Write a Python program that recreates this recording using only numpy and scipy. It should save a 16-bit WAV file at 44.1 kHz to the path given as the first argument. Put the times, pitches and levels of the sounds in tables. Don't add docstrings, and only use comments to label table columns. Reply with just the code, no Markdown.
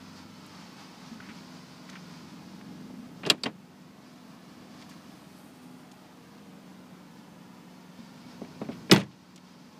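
import sys
import numpy as np
from scipy import signal
from scipy.fft import rfft, irfft, next_fast_len
from scipy.io import wavfile
from scipy.ndimage import uniform_filter1d

SR = 44100
rng = np.random.default_rng(int(sys.argv[2]) if len(sys.argv) > 2 else 0)


def unload_wav(signal):
    wavfile.write(
        sys.argv[1],
        SR,
        np.round(np.clip(np.atleast_2d(signal).T, -1, 1) * 32767).astype(np.int16),
    )


N = 431738
TIME = np.arange(N) / SR
RING_SIZE = 2 ** 14
AGE = TIME[:RING_SIZE]

# [f/Hz, level/dB per Hz]
RUMBLE = [(15, -37), (40, -19.5), (70, -17), (110, -10.5), (150, 0), (230, -2.5), (310, -6), (390, -12.5),
          (600, -19.5), (1500, -46.5)]
# [t/s, level/dB, centre of brightness f/Hz, reach each side/octaves, panel jolt/dB]
LATCH_CLICKS = [(3.233, -22.5, 1800, 0.33, -37.5), (3.2513, -31.5, 2300, 0.56, -35.5),
                (3.2622, -30, 4300, .55, -30.5), (3.2700, -32, 1500, .5, -34), (3.29, -39, 2900, 0.3, -37),
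                (3.3000, -4, 3340, 0.85, -14.5), (3.2995, -7.5, 8800, 0.5, -30),
                (3.4348, -12, 4660, 0.2, -27.5), (3.434, -25.5, 8000, .3, -39),
                (3.4564, -19, 1830, 0.59, -20), (3.4619, -26, 2780, 0.37, -34)]
# [t/s, level/dB, centre of brightness f/Hz, reach each side/octaves, panel jolt/dB]
STRIKER_HITS = [(8.8961, -34, 1900, 0.38, -27), (8.913, -3, 5040, 0.63, -15.5),
                (8.9160, -1.5, 2100, 0.75, -10)]
# [t/s, level/dB, hardness f/Hz]
SEAL_THUMPS = [(3.263, -27.5, 1810), (3.4615, -25, 2600)]
# [t/s, level/dB, hardness f/Hz]
KNOCKS = [(8.4145, -30.5, 850), (8.6140, -28, 1800), (8.6870, -28, 1300)]
# [t/s, thump on the panel/dB, clatter/dB, centre of the clatter f/Hz]
RATTLES = [(8.9197, -18.5, -17.5, 5000), (8.9223, -12, -22, 10000), (8.9257, -21, -22, 10500),
           (8.933, -12, -28, 5500), (8.9354, -19.5, -21, 3300), (8.9440, -17.5, -25.5, 2000),
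           (8.9468, -30.5, -32, 12000), (8.9610, -20, -25, 3000), (8.9685, -20, -30, 3000),
           (8.9785, -26, -42, 8000), (8.9920, -28.5, -43, 4800), (8.9995, -28, -52, 9000),
           (9.0082, -28, -36, 2600), (9.0150, -32, -42, 2000), (9.033, -41, -51, 4500)]
# [f/Hz, level/dB per Hz]
PANEL_CROWD = [(50, -38.5), (100, -23), (170, 1.5), (400, -3), (700, -6), (1100, -11.5), (2000, -13),
               (3000, -12.5), (5000, -15.5), (8000, -15.5), (15000, -20)]
# [f/Hz, time to fall 60 dB/s]
PANEL_DECAY = [(120, 0.24), (400, 0.12), (1500, 0.08), (5000, 0.065), (14000, 0.056)]


def from_db(db):
    return 10 ** (np.asarray(db) / 20)


def rms_one(x):
    return x / np.sqrt(np.mean(x ** 2) + 1e-20)


def at_hz(points, hz):
    known, values = np.transpose(points)
    return np.interp(np.log(np.maximum(hz, 1)), np.log(known), values)


def fade(t60):
    return np.exp(-np.log(1000) * AGE / t60)


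def swell(s, length):
    return np.exp(-np.minimum(((TIME - s) / length) ** 2, 50))


def add(track, s, sound):
    start = int(round(s * SR))
    track[start:start + len(sound)] += sound[:N - start]


def cut(x, hz, kind, order=2):
    edges = np.clip(hz, 10, .47 * SR)
    sections = signal.butter(order, edges, kind, fs=SR, output="sos")
    return signal.sosfilt(sections, x + 1e-18)


def noise(spectrum):
    size = next_fast_len(N)
    hz = np.fft.rfftfreq(size, 1 / SR)
    white = rfft(rng.standard_normal(size))
    return rms_one(irfft(white * from_db(at_hz(spectrum, hz)), size)[:N])


def drift(rate):
    knots = np.arange(0, TIME[-1] + 1, 1 / rate)
    values = rng.standard_normal(2 ** 10)[:len(knots)]
    return rms_one(np.interp(TIME, knots, values))


def ring(modes, spread_db):
    hz, db, t60 = np.transpose(modes)
    gains = from_db(db + spread_db * rng.standard_normal(len(hz))) * (-1) ** np.arange(len(hz))
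    waves = np.sin(2 * np.pi * hz[:, None] * AGE) * fade(t60[:, None])
    return gains @ waves / np.sqrt(np.sum(gains ** 2) / 2)


def crowd(spectrum, decay, tail_db, tail_t60):
    hz = np.fft.rfftfreq(RING_SIZE, 1 / SR)
    random_phase = np.exp(2j * np.pi * rng.random(len(hz)))
    whole = rfft(rms_one(irfft(from_db(at_hz(spectrum, hz)) * random_phase)))
    out = 0
    for low in 40 * 2 ** np.arange(9):
        band = irfft(whole * (hz >= low) * (hz < 2 * low))
        build = 1 - np.exp(-2 * low * AGE)
        envelope = fade(at_hz(decay, low * np.sqrt(2))) + from_db(tail_db) * fade(tail_t60)
        out = out + band * build * envelope
    return out


def crunch(hz, length, grain_db, span):
    grains = rng.standard_normal(RING_SIZE) * from_db(grain_db * rng.standard_normal(RING_SIZE))
    band = rms_one(cut(grains, [hz / (1 + span), hz * (1 + span)], "band"))
    return band * np.exp(-(AGE / length) ** 2)


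def traffic():
    # [f/Hz, level/dB per Hz]
    traffic_colour = [(60, -15.5), (300, 3), (500, -1.5), (850, 0.5), (1300, -5), (2000, -9.5),
                      (3200, -12.5), (5000, -18.5), (7000, -21), (10000, -28), (15000, -42)]
    return from_db(-56.5) * noise(traffic_colour)


def breeze(hiss_db, whistle_db, width_hz, flutter_db):
    # [f/Hz, level/dB per Hz]
    hiss_colour = [(300, -13), (1000, 4.5), (1800, -3), (2900, -5), (3900, -3.5), (4900, -1.5), (6200, -8),
                   (7200, -12.5), (9000, -19), (14000, -30.5)]
    out = noise(hiss_colour) * from_db(hiss_db + flutter_db * drift(16))
    for hz in (2236, 2520, 4420, 4540, 4880, 5320, 6180):
        edges = [hz - width_hz / 2, hz + width_hz / 2]
        whistle = rms_one(cut(rng.standard_normal(N), edges, "band", order=1))
        out += whistle * from_db(whistle_db + 0.885 * drift(4.0))
    return out


def near_surfaces(x, share, sway_s):
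    paths_s = (.0021, .0047, .0083, .0131)
    treble = cut(x, 456, "high")
    mirrored = sum(np.interp(TIME - delay - sway_s * drift(1.2), TIME, treble) for delay in paths_s)
    return x + share * mirrored


def faint_tones(waver_hz):
    # [t/s, swell length/s, f/Hz, level/dB]
    tone_swells = [(.15, 0.38, 96.7, -60.5), (0.347, 0.51, 1314, -65.5), (.72, 0.46, 3090, -69.5),
                   (2.203, 0.15, 163.7, -53), (6.395, 0.37, 470.6, -65)]
    wobble = waver_hz * drift(40)
    out = np.zeros(N)
    for s, length, hz, db in tone_swells:
        tone = np.sqrt(2) * np.sin(2 * np.pi * np.cumsum(hz + wobble) / SR)
        out += from_db(db) * swell(s, length) * tone
    return out


def engine(rumble_db, throb, waver_db, wander):
    # [multiple of the firing rate, level/dB]
    idle_tones = [(4, -21), (7, -11.5), (8, -5), (9, -10), (10, -14.5), (11, -6.5), (12, -19), (13, -14)]
    # [t/s, firing rate f/Hz]
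    idle_speed = [(0, 23.3), (2.0, 23.15), (3.2, 22.88), (6.5, 22.82), (9.7, 22.8)]
    firing_hz = np.interp(TIME, *np.transpose(idle_speed))
    turn = 2 * np.pi * np.cumsum(firing_hz * (1 + wander * drift(1.5))) / SR
    tones = np.zeros(N)
    for multiple, db in idle_tones:
        phase = 2 * np.pi * rng.random()
        tones += from_db(db + waver_db * drift(4)) * np.sin(round(multiple) * turn + phase)
    rumble = from_db(rumble_db) * noise(RUMBLE) * (1 + throb * np.cos(turn))
    return np.sqrt(2) * tones + rumble


def background():
    # [t/s, engine level/dB, breeze level/dB]
    background_levels = [
        [(0.0, -52.5, -57), (1.25, -50, -56), (1.75, -51, -56.5), (2.16, -49, -57), (2.87, -47.5, -63),
         (3.2, -46.5, -65.5)],
        [(4.2, -53.5, -65), (4.94, -50.5, -60), (5.8, -53.5, -68), (7.63, -53, -66.5), (8.09, -53.5, -61.5),
         (8.4, -48.5, -61), (9.7, -51.5, -60.5)],
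    ]
    s, *columns = np.vstack(background_levels).T
    engine_gain, breeze_gain = [from_db(np.interp(TIME, s, column)) for column in columns]
    air = traffic()
    air += breeze_gain * breeze(hiss_db=1.5, whistle_db=-18.0, width_hz=29, flutter_db=1.54)
    air = near_surfaces(air, share=0.16, sway_s=0.0003) + faint_tones(waver_hz=5.74)
    return air + engine_gain * engine(rumble_db=-3.0, throb=0.34, waver_db=2.5, wander=0.004)


def steps_and_scuffs(thud_hz, thud_t60):
    # [t/s, level/dB]
    footfalls = [(1.116, -36.5), (1.295, -38.5), (2.899, -43), (2.99, -43), (7.99, -38)]
    # [t/s, level/dB, length/s, centre f/Hz]
    scuffs = [(1.202, -42, 0.008, 1600), (1.218, -53, 0.063, 1570), (1.288, -47.5, .032, 1780),
              (1.89, -46, 0.0093, 1600), (1.927, -50, 0.019, 1600), (1.954, -42.5, 0.019, 1650),
              (2.612, -45, .005, 1600), (2.899, -51, 0.013, 670), (3.381, -51, 0.0067, 1790),
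              (4.887, -51, .012, 950), (4.895, -55.5, .028, 4900), (4.911, -52, 0.014, 1700),
              (8.714, -53.5, 0.03, 2620), (9.113, -54.5, 0.022, 3000)]
    # [t/s, level/dB, centre f/Hz]
    ticks = [(.462, -57, 7000), (1.897, -49, 4000), (4.815, -55, 3400), (4.823, -49, 2600),
             (4.893, -58, 8400), (5.915, -53, 4930), (9.360, -45, 4470), (9.377, -46, 2800)]
    out = np.zeros(N)
    for s, db in footfalls:
        add(out, s, from_db(db) * np.sin(2 * np.pi * thud_hz * AGE) * fade(thud_t60))
    for s, db, length, hz in scuffs:
        add(out, s, from_db(db) * crunch(hz, length, grain_db=4.5, span=0.44))
    for s, db, hz in ticks:
        add(out, s, from_db(db) * crunch(hz, length=0.0081, grain_db=8.0, span=0.71))
    return out


def struts(drag_db, squeak_width_hz):
    # [f/Hz, level/dB per Hz]
    sigh_colour = [(5000, -22), (7500, -6), (8800, 0), (9300, -4), (9800, 0), (10500, -6), (12300, -4),
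                   (14000, -7), (16000, -11)]
    # [t/s, swell length/s, f/Hz, glide/Hz per s, level/dB]
    squeaks = [(5.36, .06, 7700, 9000, -72), (5.38, .04, 11200, 11000, -70.5), (5.62, .35, 8750, 302, -76),
               (5.62, .28, 9800, 900, -78), (5.64, .08, 12300, 3000, -77)]
    out = swell(s=5.42, length=0.51) * from_db(-69.5) * noise(sigh_colour)
    for s, length, hz, glide, db in squeaks:
        pitch = hz + glide * np.clip(TIME - s, -2 * length, 2 * length)
        rasp = rms_one(cut(rng.standard_normal(N), squeak_width_hz, "low"))
        out += from_db(db) * swell(s, length) * rasp * np.sin(2 * np.pi * np.cumsum(pitch) / SR)
    return out * from_db(drag_db * drift(25))


def falling_hatch_air():
    return from_db(-48) * swell(s=8.8, length=0.21) * noise(RUMBLE)


def knocks(modes_db, crowd_db):
    # [f/Hz, level/dB, time to fall 60 dB/s]
    raised_modes = [(216, 0, 0.12), (269, 2, .07), (410, -4.5, .08), (560, -6, 0.069), (670, -9, 0.082),
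                    (790, -12, .08), (950, -16, .07), (2130, -12, 0.036)]
    out = np.zeros(N)
    for s, db, hz in KNOCKS:
        blow = from_db(modes_db) * ring(raised_modes, spread_db=0.5)
        blow += from_db(crowd_db) * crowd(PANEL_CROWD, PANEL_DECAY, tail_db=-12.0, tail_t60=0.15)
        add(out, s, from_db(db) * cut(blow, hz, "low"))
    return out


def panel(blows, modes_db, crowd_db, buzz_db, buzz_per_s):
    # [f/Hz, level/dB, time to fall 60 dB/s]
    panel_modes = [(174, -13, .1), (218, -9, .11), (387, 0, 0.079), (430, -1, 0.082), (620, -9, .07),
                   (742, -10, .06), (955, -17, .07), (1330, -19.5, .06), (1707, -9, .05), (2025, -11, .051),
                   (2310, -6, 0.047), (2510, -8.5, 0.055)]
    out = np.zeros(N)
    for s, db, hardness_hz in blows:
        chatter = np.interp(AGE * buzz_per_s, np.arange(RING_SIZE), rng.standard_normal(RING_SIZE))
        weak_modes = crowd(PANEL_CROWD, PANEL_DECAY, tail_db=-14.5, tail_t60=0.15)
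        blow = from_db(crowd_db + buzz_db * chatter) * weak_modes
        blow += from_db(modes_db) * ring(panel_modes, spread_db=3.5)
        add(out, s, from_db(db) * cut(blow, hardness_hz, "low"))
    return out


def panel_blows():
    jolt_lag_s, jolt_hardness = 0.001018, 1.26
    contacts = LATCH_CLICKS + STRIKER_HITS
    jolts = [(s + jolt_lag_s, jolt_db, hz * jolt_hardness) for s, _, hz, _, jolt_db in contacts]
    tap_lag_s, tap_loss_db, tap_hardness_hz = 0.033, 16.5, 3200
    taps = [(s + tap_lag_s, db - tap_loss_db, tap_hardness_hz) for s, db, _ in KNOCKS]
    return jolts + SEAL_THUMPS + taps


def trim_thumps(lowest_hz):
    hardness_hz = 3540
    slaps = [(s, db, hardness_hz) for s, db, _, _ in RATTLES]
    thumps = panel(slaps, modes_db=-8.0, crowd_db=-1.0, buzz_db=3.0, buzz_per_s=400)
    return cut(thumps, lowest_hz, "high", order=1)


def trim(ring_db, buzz_db, buzz_s, octaves):
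    # [f/Hz, level/dB, time to fall 60 dB/s]
    trim_modes = [(1120, -6, .1), (1370, -0.5, .12), (1690, -2, .1), (1880, -1, .1), (1980, -2, .13),
                  (2380, -5, .07), (2730, 0, .08), (3370, 3, .06), (4380, -1, 0.055), (6330, 1, .05),
                  (8900, -1, .035), (12000, -1, .022), (14050, -6, .025)]
    chatter_s, chatter_loss_db = .0022, 5.5
    out = np.zeros(N)
    for s, _, db, hz in RATTLES:
        for touch in range(3):
            edges = [hz / 2 ** octaves, hz * 2 ** octaves]
            click = from_db(ring_db) * cut(ring(trim_modes, spread_db=2.5), edges, "band")
            click += from_db(buzz_db) * crunch(hz, buzz_s, grain_db=5.5, span=0.6)
            add(out, s, from_db(db - chatter_loss_db * touch) * click)
            s = s + chatter_s * (.5 + rng.random())
    return out


def cabin(boom_db):
    # [f/Hz, level/dB, time to fall 60 dB/s]
    boom_modes = [(97, -15.5, 0.41), (125.2, -1.5, 0.3), (150, 0.5, .24), (172, 2.5, .24),
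                  (201.6, 4.5, 0.25), (240.7, -4, .17), (312.2, 3, .17), (364.5, 2, 0.14),
                  (406, -3.5, 0.12), (483, -0.5, .15), (532, -16.5, .2), (578, -13, 0.16),
                  (686, -15.5, .15), (808, -18, .15), (854, -13, .15)]
    slam_s, light_blow_db = 8.9148, -12
    out = np.zeros(N)
    add(out, slam_s, from_db(boom_db) * ring(boom_modes, spread_db=1.0))
    for s, db, _ in SEAL_THUMPS + KNOCKS:
        add(out, s, from_db(db + light_blow_db) * ring(boom_modes, spread_db=2.0))
    return out


def metal(contacts, modes, modes_db, crowd_db, bounce_s, bounce_db):
    # [f/Hz, level/dB per Hz]
    steel_crowd = [(300, -18), (1000, 1), (2000, -13.5), (2900, -0.5), (5000, -4), (6300, -17), (7500, -10),
                   (9000, -13), (12000, -19), (15500, -23)]
    # [f/Hz, time to fall 60 dB/s]
    steel_decay = [(500, 0.114), (3000, 0.028), (6000, 0.014), (14000, 0.032)]
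    out = np.zeros(N)
    for s, db, hz, octaves, _ in contacts:
        edges = [hz / 2 ** octaves, hz * 2 ** octaves]
        for lag, change_db in ((0, 0), (bounce_s, bounce_db)):
            click = from_db(modes_db) * ring(modes, spread_db=2.5)
            click += from_db(crowd_db) * crowd(steel_crowd, steel_decay, tail_db=-25.5, tail_t60=0.051)
            add(out, s + lag, from_db(db + change_db) * cut(click, edges, "band"))
    return out


def latch():
    # [f/Hz, level/dB, time to fall 60 dB/s]
    latch_modes = [(1862, 0, .056), (2540, 2, .035), (2810, 7.5, 0.033), (3120, 7, 0.022),
                   (3320, 3, 0.0298), (3610, -2, 0.03), (3860, 3, 0.032), (4230, 0, 0.027), (4580, 3, .028),
                   (4930, 3.5, 0.021), (5560, -4, .022), (7330, -2, 0.026), (8290, -1, 0.027),
                   (10000, -16, 0.032), (11480, -14.5, .035), (13800, -16, 0.026)]
    return metal(LATCH_CLICKS, latch_modes, modes_db=-1.5, crowd_db=-3.0, bounce_s=0.0029, bounce_db=-2.5)


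def striker():
    # [f/Hz, level/dB, time to fall 60 dB/s]
    striker_modes = [(1400, -1, .04), (1620, 1, .04), (1970, 0.5, .07), (2212, 2.5, 0.06),
                     (2530, -3, 0.055), (3380, 4, 0.041), (4370, -1, .045), (5220, 3, .025),
                     (5520, 4, 0.025), (6020, -0.5, 0.036), (9050, -12, .027)]
    return metal(STRIKER_HITS, striker_modes, modes_db=-4.5, crowd_db=-3.0, bounce_s=0.0044, bounce_db=-13.5)


def hatch_sounds():
    hatch = knocks(modes_db=-0.5, crowd_db=-6.0)
    hatch += panel(panel_blows(), modes_db=-2.5, crowd_db=-1.5, buzz_db=2.5, buzz_per_s=356)
    hatch += trim_thumps(lowest_hz=330)
    hatch += trim(ring_db=-1.0, buzz_db=2.5, buzz_s=0.003, octaves=0.65)
    hatch += cabin(boom_db=-2.5)
    hatch += latch() + striker()
    return cut(hatch, 79.0, "high")


def car_park(x, echo_db, dull_hz):
    scatter = rng.standard_normal(RING_SIZE) * fade(0.68) * (1 - fade(0.27))
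    scatter = cut(scatter, dull_hz, "low", order=1)
    tail = signal.fftconvolve(x, scatter / np.linalg.norm(scatter))[:N]
    return x + from_db(echo_db) * tail


def scene():
    mix = background()
    mix += steps_and_scuffs(thud_hz=228.0, thud_t60=0.19)
    mix += struts(drag_db=2.0, squeak_width_hz=150)
    mix += falling_hatch_air()
    mix += car_park(hatch_sounds(), echo_db=-50.0, dull_hz=2490)
    return mix[None]


def gain_control(x, threshold_db, depth_db, release_db_per_s):
    power = np.abs(uniform_filter1d(x ** 2, size=128))
    level_db = 10 * np.log10(power + 1e-12)
    over_db = np.clip(level_db - threshold_db, 0, depth_db)
    release_db = release_db_per_s * TIME
    held_db = np.maximum.accumulate(over_db + release_db, axis=-1) - release_db
    return x * from_db(-held_db)


def record(dry):
    x = cut(dry, 55, "high") + from_db(-69.0) * rng.standard_normal(dry.shape)
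    x = gain_control(x, threshold_db=-10.5, depth_db=6.5, release_db_per_s=4.5)
    ceiling = .85
    x = ceiling * np.tanh(x / ceiling)
    treble_cut = signal.ellip(12, .1, 80, 15250, fs=SR, output="sos")
    return signal.sosfilt(treble_cut, x)


dry = scene()
out = record(dry)
unload_wav(out)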